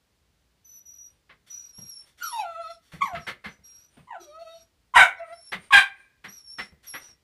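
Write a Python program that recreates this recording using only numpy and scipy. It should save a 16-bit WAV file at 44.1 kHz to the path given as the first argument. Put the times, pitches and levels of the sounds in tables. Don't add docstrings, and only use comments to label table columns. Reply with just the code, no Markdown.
import sys
import numpy as np
from scipy import signal
from scipy.fft import rfft, irfft, next_fast_len
from scipy.io import wavfile
from scipy.ndimage import uniform_filter1d, minimum_filter1d, map_coordinates

SR = 44100
rng = np.random.default_rng(int(sys.argv[2]) if len(sys.argv) > 2 else 0)


def store_pcm(level_fs):
    pcm = np.round(np.clip(level_fs, -1, 1) * 32767).astype(np.int16)
    wavfile.write(sys.argv[1], SR, np.atleast_2d(pcm).T)


N = 319119
TOP_HZ = 15500

# hz, relative_db
STILL_COLOUR = [(15, -55), (25, -24.5), (55, 6.5), (101, -1.5), (193, -7), (482, -12), (782, -16),
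                (1300, -17), (4750, -19.5), (6380, -23.5), (9550, -26), (13200, -31), (15500, -29)]
STILL_DB = -70
# hz, t60_s
WALL_DECAY = [(110, .25), (200, 0.19), (400, 0.39), (700, 0.2), (2000, 0.21), (5000, 0.17), (12000, 0.18)]
# hz, relative_db
LINGER_COLOUR = [(300, -30), (700, -15), (1000, 0), (1300, -3), (1600, -2.5), (2000, 4), (2400, 4),
                 (2800, -9.5), (4000, -4.5), (7000, -20)]

# start_s, length_s, start_hz, turn_hz, end_hz, turn_share_of_length, mid_level_db,
# swell_start_to_end_db, octave_re_tone_db, air_re_tone_db (before the common air trim)
WHISTLES = [ (0.641, .165, 6110, 5970, 5905, .17, -49, 5, -11, -21),
            (0.850, 0.24, 5830, 5833, 5770, .55, -49.5, 0, -15, -22.5),
            (1.496, 0.23, 5900, 5830, 5520, 0.5, -44, -9.5, -21.5, -17),
            (1.723, 0.2, 5664, 5635, 5480, 0.45, -47.5, 6.5, -7, -15),
            (1.908, 0.11, 5610, 5484, 5420, .4, -42, -1.5, -14, -22.5),
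            (2.222, 0.21, 5950, 5480, 5595, .36, -45, -17, -3, -9),
            (2.440, .158, 5634, 5560, 5500, .5, -82.5, -8, -9, 1),
            (2.602, 0.099, 5400, 5590, 5580, 0.53, -67.5, 6, -5, -9),
            (2.695, 0.073, 5460, 5476, 5120, 0.67, -58, -8, -9, -3),
            (3.020, 0.091, 5540, 5960, 5730, .45, -55, -10, -5.5, 1.5),
            (3.188, 0.085, 5840, 5574, 5370, .55, -58.5, 4, -12, -3),
            (3.478, 0.071, 5950, 6000, 5830, 0.63, -59, 11, -22, -4.5),
            (3.632, .240, 5640, 5657, 5920, 0.67, -56, -6.5, -10.5, -8),
            (4.195, 0.068, 6030, 5760, 5800, .55, -53.5, 9, -10.5, -2.5),
            (4.269, .110, 5690, 5605, 5665, .55, -70.5, -6, -17, -10.5),
            (4.385, 0.26, 5710, 5726, 5640, 0.54, -66.5, 16, -12, -2),
            (5.165, 0.044, 5600, 5510, 5400, .4, -64.5, -6, -29, -39),
            (5.321, 0.19, 5310, 5495, 5290, .75, -56, 15.5, -2.5, -11.5),
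            (6.277, .154, 5580, 5860, 5556, 0.373, -48.5, -8, -11, -12),
            (6.43, 0.13, 5370, 5417, 5620, 0.56, -45, 13.5, -13.5, -23),
            (6.568, 0.11, 5400, 5415, 5543, .5, -47, -6.5, -15.5, -8.5),
            (6.863, .142, 5870, 5460, 5463, 0.31, -48, -10, -0.5, -11.5),
            (7.005, 0.13, 5950, 5930, 5400, 0.36, -52, -5.5, -22, -9.5)]
# hz, relative_db
NOSE_AIR_COLOUR = [(700, -17), (1450, -0.5), (1900, -12.5), (2500, 0), (3200, -11), (4100, 1.5),
                   (5000, -2.5), (7000, -7), (9000, -7), (10300, -12.5), (12000, -32.5), (15000, -19.5)]
WHISTLE_ATTACK_S, WHISTLE_RELEASE_S = 0.016, 0.025
WHISTLE_FLICKER_DB, WHISTLE_FLICKER_RATE = 0.94, 26

# centre_s, peak_level_db
SNIFFS = [(1.116, -73.5), (2.039, -64.5), (3.95, -66.5), (4.038, -73), (5.302, -62.5), (5.635, -58),
          (6.001, -68), (7.026, -58)]
# hz, relative_db
SNIFF_COLOUR = [(1000, -10.5), (3000, -9.0), (7800, -23.5), (9000, -2), (10000, -21.5), (15000, -33.5)]

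# time_s, level_db, hiss_db (relative), rise_constant_s, decay_constant_s
CHUFFS = [(1.295, -39.5, -32, 0.0083, 0.032), (1.465, -51, 4.5, 0.022, 0.042),
          (2.057, -54.5, 3.5, .03, 0.052), (2.175, -42, 1, 0.05, 0.058), (2.817, -62, 5, 0.034, 0.14),
          (2.919, -43, -6.5, 0.0047, 0.068), (3.15, -28, -23.5, 0.0035, 0.036),
          (3.269, -17.5, -16, 0.015, 0.034), (3.442, -27, -19, 0.01, 0.041),
          (5.521, -18, -18, 0.00924, .029), (6.242, -30.5, -16, 0.007, 0.033),
          (6.586, -23, -21, 0.0051, 0.033), (6.83, -44, 1, 0.029, 0.044), (6.938, -24.5, -23, 0.011, 0.033)]
# hz, relative_db
CHUFF_COLOUR = [(71, -43), (120, -13), (215, -13.5), (373, -12.5), (835, -11), (1520, -4), (1810, -2.5),
                (2050, 0), (2360, -6.5), (4240, -16.5), (4960, -24.5), (5200, -26.5), (6760, -45),
                (11400, -120)]
# hz, relative_db
HISS_COLOUR = [(2060, -29), (3500, -1), (3960, -13.5), (4550, -5.5), (4990, -22), (5510, -7), (6770, -17),
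               (9240, -13.5), (15500, -24.5)]

# start_s, level_db, board_hz, scuff_db (relative)
PAWS = [(1.32, -53, 138, -12), (1.781, -39, 113, -13), (1.819, -40, 126, -28), (1.843, -55, 75.5, -33),
        (2.933, -33.5, 154, -15), (2.949, -39, 75.5, -38), (3.027, -37, 178, -13), (3.13, -34, 76.7, -9),
        (3.168, -30.5, 158, -20), (3.302, -42.5, 131, -22), (3.458, -33, 196.3, -24),
        (3.589, -48.5, 74, -17.5), (3.968, -40.5, 247, -10), (3.991, -44, 142.3, -11.5),
        (5.549, -33.5, 190, -24), (6.27, -42.5, 192.3, -7.5), (6.609, -37, 186, -20), (6.719, -42, 75, -20),
        (6.798, -66, 85.5, -27), (7.083, -53, 90.7, -2)]
# hz, relative_db
BOARD_COLOUR = [(20, -28.5), (45, -10.5), (72, 3.5), (100, 0.5), (135, -1), (200, 4.5), (300, -14.5),
                (500, -10.5), (1000, -31), (3000, -39.5)]
# hz, relative_db
SCUFF_COLOUR = [(100, -14.5), (450, -2.0), (900, -2.5), (3000, -9.5), (8000, -36)]

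# time_s, pitch_hz, level_db, octave_level_db
YELP_A = [(2.2, 1443, -59.5, -72), (2.224, 1429, -28, -41), (2.24, 1375, -33, -75),
          (2.27, 1285, -35.5, -62), (2.284, 1245, -39.5, -93), (2.308, 1121, -50, -77.5),
          (2.33, 960, -35.5, -53.5), (2.404, 856.5, -26.5, -66), (2.45, 694, -37, -44),
          (2.554, 650.6, -48, -37), (2.602, 678, -34.5, -41), (2.652, 641.4, -54.5, -38),
          (2.706, 671.7, -37.5, -41.5), (2.77, 652, -82, -66.5)]
# time_s, pitch_hz, level_db, octave_level_db
YELP_B = [(3.005, 1220, -48.5, -63.5), (3.019, 1130, -21.5, -27), (3.051, 1088, -28, -42),
          (3.065, 1040, -29.5, -38), (3.089, 785, -43, -50.5), (3.147, 684.4, -32, -49.5),
          (3.185, 630, -57, -25)]
# time_s, pitch_hz, level_db, octave_level_db
YELP_C = [(4.07, 946, -55, -74), (4.09, 1022, -49, -61), (4.118, 942, -37.5, -48), (4.166, 670, -39.5, -46),
          (4.21, 643, -79, -62), (4.288, 586, -50.5, -72), (4.356, 637.5, -53, -45.5),
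          (4.422, 675.7, -37.5, -58.5), (4.444, 645, -52.5, -77), (4.476, 650, -41, -48.5),
          (4.57, 668, -47.5, -67), (4.63, 649, -76.5, -80)]
# time_s, pitch_hz, level_db, octave_level_db
YELP_D = [(5.18, 673.2, -62, -63), (5.206, 673.5, -34.5, -52.5), (5.228, 675.0, -35, -54),
          (5.25, 649.0, -45, -45), (5.268, 667.8, -63, -51), (5.286, 629.4, -47.5, -58.5),
          (5.328, 679.9, -37.5, -50), (5.355, 682.8, -59.5, -61)]
# curve, high_pitch_roughness_0_to_1, overtones_db, overtone_tilt_db_per_octave, sidebands_db
YELPS = [(YELP_A, 0.19, -53, -1.4, -56), (YELP_B, 0.43, -56, 0, -66), (YELP_C, .8, -56.5, -1, -56),
         (YELP_D, 0.13, -48.5, -34.5, -57.5)]
# hz, relative_db
MUZZLE = [(1900, 4), (2600, 7), (3200, -2), (4200, -10), (5100, -43), (7000, -8), (9500, -26.5),
          (15000, -38.5)]
# hz, relative_db
SIDEBAND_COLOUR = [(2500, -41), (3100, 4), (3750, 12), (4400, 12.5), (5000, -7), (6500, -1), (7700, -36.5),
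                   (9300, 4), (10500, -22.5), (12200, -7), (15000, -24)]
# time_s, pitch_hz, level_db
GRUNT = [(4.17, 410, -79), (4.2, 337, -57.5), (4.22, 370, -46), (4.26, 334, -101)]
YELP_REFERENCE_DB, WHISTLE_REFERENCE_DB = -35.5, -70
SIDEBANDS_PER_VOICE, SIDEBANDS_PER_WHISTLE = 0.5, 0.4

# start_s, length_s, attack_s, peak_after_s, peak_db, swell_db_per_s, fade_db_per_s, squeal_re_level_db,
# jaw_opens_after_s, squeal_hz, hoarse_hz, sag_hz_per_s, pitch_breaks_after_s, break_width_s,
# open_jaw_roughness_0_to_1, jitter_share_at_full_roughness, half_pitch_lines_db (before roughness)
BARKS = [(4.937, 0.15, 0.0044, 0.071, -7, 20.5, 261, -15, 0.013, 1036, 765.8, 1100, .044, .009, .45, 0.067, -2),
         (5.705, .140, 0.0044, 0.058, -8.5, 11, 215, -14, .021, 1124, 817.6, 444.2, .022, 0.0028, 0.38, 0.036, 0.5)]
# hz, relative_db
BARK_A_COLOUR = [(100, -50), (400, -32), (560, -16), (740, -6), (1000, -4.5), (1200, -8.5), (1470, 2),
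                 (1750, -4.5), (2200, -4), (2600, -15.5), (3000, -12), (3350, -22.5), (3750, -14),
                 (4200, -33.5), (9000, -29), (15000, -53)]
# hz, relative_db
BARK_B_COLOUR = [(100, -43.5), (550, -30), (800, -11.5), (1100, 0.5), (1350, -20.5), (1600, 0.5),
                 (2000, -9.5), (2400, -3.5), (2800, -14), (3130, -9.5), (3550, -11.5), (3950, -14),
                 (4300, -29), (4750, -23.5), (5500, -31.5), (9000, -28.5), (15000, -50.5)]
BARK_RELEASE_S, JAW_WIDTH_S = 0.061, 0.003
JAW_SHUT_DB, JAW_OPEN_DB, BROKEN_DB = -14.5, -7, 6.5
SQUEAL_ROUGH, BREAK_ROUGH = 0.14, 0.3
FLUTTER_RATE, RATTLE_RATE = 260, 140
BARK_PATCHY_DB, RATTLE_DEPTH = 1.5, 0.35
# hz, relative_db
PUSH_COLOUR = [(15, -5.5), (35, -0.5), (90, -7), (170, -3.5), (320, -11.5), (600, -27), (2000, -70)]


def amp(db):
    return 10 ** (np.asarray(db) / 20)


def unit(x):
    return x / np.sqrt(np.mean(x ** 2) + 1e-20)


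def along(points, hz):
    f, v = np.transpose(points)
    return np.interp(np.log(hz + 1), np.log(f + 1), v)


def curves(rows):
    s, *cols = np.transpose(rows)
    t = np.arange(s[0], s[-1], 1 / SR)
    return [s[0]] + [np.interp(t, s, c) for c in cols]


def wobble(n, rate):
    knots = rng.standard_normal(int(n * rate / SR) + 4)
    return map_coordinates(knots, [np.arange(n) * rate / SR])


def noise(n, colour):
    m = next_fast_len(n + 8192)
    spectrum = rfft(rng.standard_normal(m))
    shape = amp(along(colour, np.fft.rfftfreq(m, 1 / SR)))
    return unit(irfft(spectrum * shape, m))[:n]


def cycles(hz):
    return 2 * np.pi * np.cumsum(hz) / SR


def gate(t, length, attack, release):
    rise = np.sin(np.pi / 2 * np.clip(t / attack, 0, 1))
    fall = np.sin(np.pi / 2 * np.clip((length - t) / release, 0, 1))
    return (rise * fall) ** 2


def add(track, s, x):
    i = np.arange(len(x))
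    x = x * np.minimum(1, np.minimum(i, i[::-1]) / 100)
    part = track[max(0, round(s * SR)):][:len(x)]
    part += x[:len(part)]


def partials(colour, hz, phase, patchy_db=3.0):
    weights = amp(along(colour, np.abs(hz))) * (hz < TOP_HZ)
    swells = amp(patchy_db * np.array([wobble(hz.shape[1], 35) for _ in hz]))
    return (weights * unit(swells) * np.sin(phase)).sum(0) / np.linalg.norm(weights, axis=0)


def room(x, wet_db):
    hz, t, z = signal.stft(rng.standard_normal(SR // 2), SR, nperseg=256)
    decay = amp(-60 * t / along(WALL_DECAY, hz)[:, None])
    tail = signal.istft(z * decay, SR, nperseg=256)[1]
    tail = np.pad(tail / np.linalg.norm(tail), (130, 0))
    return (x + amp(wet_db) * signal.fftconvolve(x, tail)[:N]) / np.hypot(1, amp(wet_db))


def late_echo(x, late_db, t60):
    tail = noise(SR, LINGER_COLOUR) * amp(-60 * np.arange(SR) / SR / t60)
    return amp(late_db) * signal.fftconvolve(x, tail / np.linalg.norm(tail))[:N]


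def whistle_phase(jitter=0.0048, glide_jitter=0.012):
    knots = []
    for s, length, start_hz, turn_hz, end_hz, turn, *_ in WHISTLES:
        knots += [(s, start_hz), (s + turn * length, turn_hz), (s + length, end_hz)]
    pitch = np.interp(np.arange(N) / SR, *np.transpose(sorted(knots)))
    slope_hz_per_s = np.abs(np.gradient(pitch)) * SR
    sliding = np.clip(slope_hz_per_s / 9000, 0, 1) ** 2
    deviation = jitter * wobble(N, 130) + glide_jitter * sliding * wobble(N, 700)
    return cycles(pitch * (1 + deviation)), pitch


def whistles(nose_phase, air_trim_db=-3):
    out, strength = np.zeros(N), np.zeros(N)
    for s, length, _, _, _, _, db, swell_db, octave_db, air_db in WHISTLES:
        t = np.arange(round(length * SR)) / SR
        phase = nose_phase[round(s * SR):][:len(t)]
        flow = amp(db + swell_db * (t / length - .5))
        flow = flow * gate(t, length, WHISTLE_ATTACK_S, WHISTLE_RELEASE_S)
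        first, second = [amp(WHISTLE_FLICKER_DB * wobble(len(t), WHISTLE_FLICKER_RATE)) for _ in range(2)]
        tone = np.sqrt(2) * (first * np.sin(phase) + amp(octave_db) * second * np.sin(2 * phase))
        hiss = amp(air_db + air_trim_db) * noise(len(t), NOSE_AIR_COLOUR)
        add(out, s, flow * (tone + hiss))
        add(strength, s, flow)
    return out, strength


def sniffs(width_s=0.052):
    out, t = np.zeros(N), np.arange(SR // 5) / SR - .1
    for s, db in SNIFFS:
        add(out, s + t[0], amp(db) * np.exp(-(t / width_s) ** 2) * noise(len(t), SNIFF_COLOUR))
    return out


def chuffs(body_db=-6, hiss_trim_db=-6):
    out, t = np.zeros(N), np.arange(SR // 4) / SR
    for s, db, hiss_db, rise, decay in CHUFFS:
        blast = (1 - np.exp(-t / rise)) * np.exp(-(t / decay) ** 1.6)
        body = amp(body_db) * noise(len(t), CHUFF_COLOUR)
        hiss = amp(hiss_db + hiss_trim_db) * noise(len(t), HISS_COLOUR)
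        add(out, s - .003, amp(db) * blast * (body + hiss))
    return out


def paws(rise_s=0.0047, t60=0.18, thud_db=-6, dull_db=-8, scuff_trim_db=-4):
    out, t = np.zeros(N), np.arange(SR // 3) / SR
    for s, db, hz, scuff_db in PAWS:
        thud = amp(thud_db) * np.sin(cycles(hz * (1 + 0.092 * wobble(len(t), 60))))
        board = thud + amp(dull_db) * noise(len(t), BOARD_COLOUR)
        ringing = amp(-60 * t / t60) * (1 - np.exp(-t / rise_s)) * board
        scuff = amp(scuff_db + scuff_trim_db) * np.exp(-t / 0.026) * noise(len(t), SCUFF_COLOUR)
        add(out, s, amp(db) * (ringing + scuff))
    return out


def yelps(nose_phase, nose_hz, whistling, jitter=0.0058, strain=0.04, breath_db=-14,
          attack=0.0048, release=0.01685):
    out = np.zeros(N)
    for rows, roughness, upper_db, tilt_db, side_db in YELPS:
        s, hz, db, second_db = curves(rows)
        n = len(hz)
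        now = slice(round(s * SR), round(s * SR) + n)
        effort = np.hypot(amp(db), amp(second_db)) / amp(YELP_REFERENCE_DB)
        rough = roughness * np.clip((hz - 670) / 120, 0, 1)
        phase = cycles(hz * (1 + (jitter + strain * rough) * wobble(n, 300)))

        k = np.arange(3, 17)[:, None]
        muzzle = [(f, level + tilt_db * np.log2(f / MUZZLE[0][0])) for f, level in MUZZLE]
        breath = amp(breath_db) * noise(n, [(300, -23.5)] + muzzle)
        upper = partials(muzzle, k * hz, k * phase) + breath

        m = np.r_[-4:0, 1:11][:, None]
        sidebands = partials(SIDEBAND_COLOUR, nose_hz[now] + m * hz, nose_phase[now] + m * phase)
        sidebands = sidebands * (whistling[now] / amp(WHISTLE_REFERENCE_DB)) ** SIDEBANDS_PER_WHISTLE

        voice = amp(db) * np.sin(phase) + amp(second_db) * np.sin(2 * phase)
        voice += amp(upper_db) * effort * upper
        voice += amp(side_db) * effort ** SIDEBANDS_PER_VOICE * sidebands
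        shimmer = (1 + rough * wobble(n, 350)) / np.hypot(1, rough)
        envelope = gate(np.arange(n) / SR, n / SR, attack, release)
        add(out, s, np.sqrt(2) * envelope * shimmer * voice)
    return out


def grunt():
    out = np.zeros(N)
    s, hz, db = curves(GRUNT)
    add(out, s, np.sqrt(2) * amp(db) * np.sin(cycles(hz)))
    return out


def bark(row, colour, air_db):
    (s, length, attack, peak_s, peak_db, swell, fade, squeal_db, jaw_s,
     squeal_hz, hoarse_hz, sag, break_s, break_width, hoarse, jitter, half_db) = row
    n = round(length * SR)
    t = np.arange(n) / SR
    jaw = .5 + .5 * np.tanh((t - jaw_s) / (2 * JAW_WIDTH_S))
    broken = .5 + .5 * np.tanh((t - break_s) / (2 * break_width))
    hz = squeal_hz + broken * (hoarse_hz - sag * (t - break_s) - squeal_hz)
    db = peak_db + np.minimum(swell * (t - peak_s), fade * (peak_s - t)) + squeal_db * (1 - jaw)
    overtones_db = JAW_SHUT_DB + jaw * (JAW_OPEN_DB - JAW_SHUT_DB) + broken * BROKEN_DB
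    rough = SQUEAL_ROUGH + jaw * (hoarse - SQUEAL_ROUGH) + BREAK_ROUGH * np.sin(np.pi * broken)
    rough = np.clip(rough, 0, 1)
    phase = cycles(hz * (1 + jitter * rough * wobble(n, 500)))

    k = np.arange(2, 37)[:, None] / 2
    patches = BARK_PATCHY_DB * np.array([wobble(n, 60) for _ in k])
    weights = amp(along(colour, k * hz) + overtones_db * (k > 1) + patches) * (k * hz < TOP_HZ)
    weights = weights * np.where(k % 1 > 0, rough * amp(half_db), 1)
    flutter = (1 + rough * np.array([wobble(n, FLUTTER_RATE) for _ in k])) / np.hypot(1, rough)
    lines = weights * flutter * np.sin(k * phase + k * k)
    tone = np.sqrt(2) * lines.sum(0) / np.linalg.norm(weights, axis=0)

    air = amp(air_db) * unit(noise(n, colour) * (1 + 0.06 * np.cos(phase)))
    rattle = 1 + RATTLE_DEPTH * rough * wobble(n, RATTLE_RATE)
    voice = np.sqrt(1 - rough ** 2) * tone + rough * air
    out = np.zeros(N)
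    add(out, s, amp(db) * gate(t, length, attack, BARK_RELEASE_S) * rattle * voice)
    return out


def thump(barks, thump_db=-40, knee=0.24):
    loud = np.sqrt(np.abs(uniform_filter1d(barks ** 2, size=400)))
    push = np.tanh((loud / knee) ** 3)
    return amp(thump_db) * push * noise(N, PUSH_COLOUR)


def scene():
    barks = bark(BARKS[0], BARK_A_COLOUR, air_db=-3.5) + bark(BARKS[1], BARK_B_COLOUR, air_db=0.5)
    nose_phase, nose_hz = whistle_phase()
    nose, whistling = whistles(nose_phase)
    voice = yelps(nose_phase, nose_hz, whistling) + grunt()
    dog = room(barks, wet_db=-2) + room(voice, wet_db=-6.5) + room(nose + sniffs(), wet_db=-1.5)
    dog += room(chuffs(), wet_db=-10) + room(paws(), wet_db=-11)
    still = amp(STILL_DB) * noise(N, STILL_COLOUR)
    return (dog + thump(barks) + late_echo(dog, late_db=-35.5, t60=0.6) + still)[None]


def record(dry, ceiling=0.84, hold_s=0.0023):
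    passband = np.fft.rfftfreq(N, 1 / SR) < TOP_HZ
    x = irfft(rfft(dry) * passband, N)
    size = round(hold_s * SR)
    needed = np.minimum(1, ceiling / (np.abs(x) + 1e-9))
    x = x * uniform_filter1d(minimum_filter1d(needed, size), size)
    return irfft(rfft(x) * passband, N)


dry = scene()
out = record(dry)
store_pcm(out)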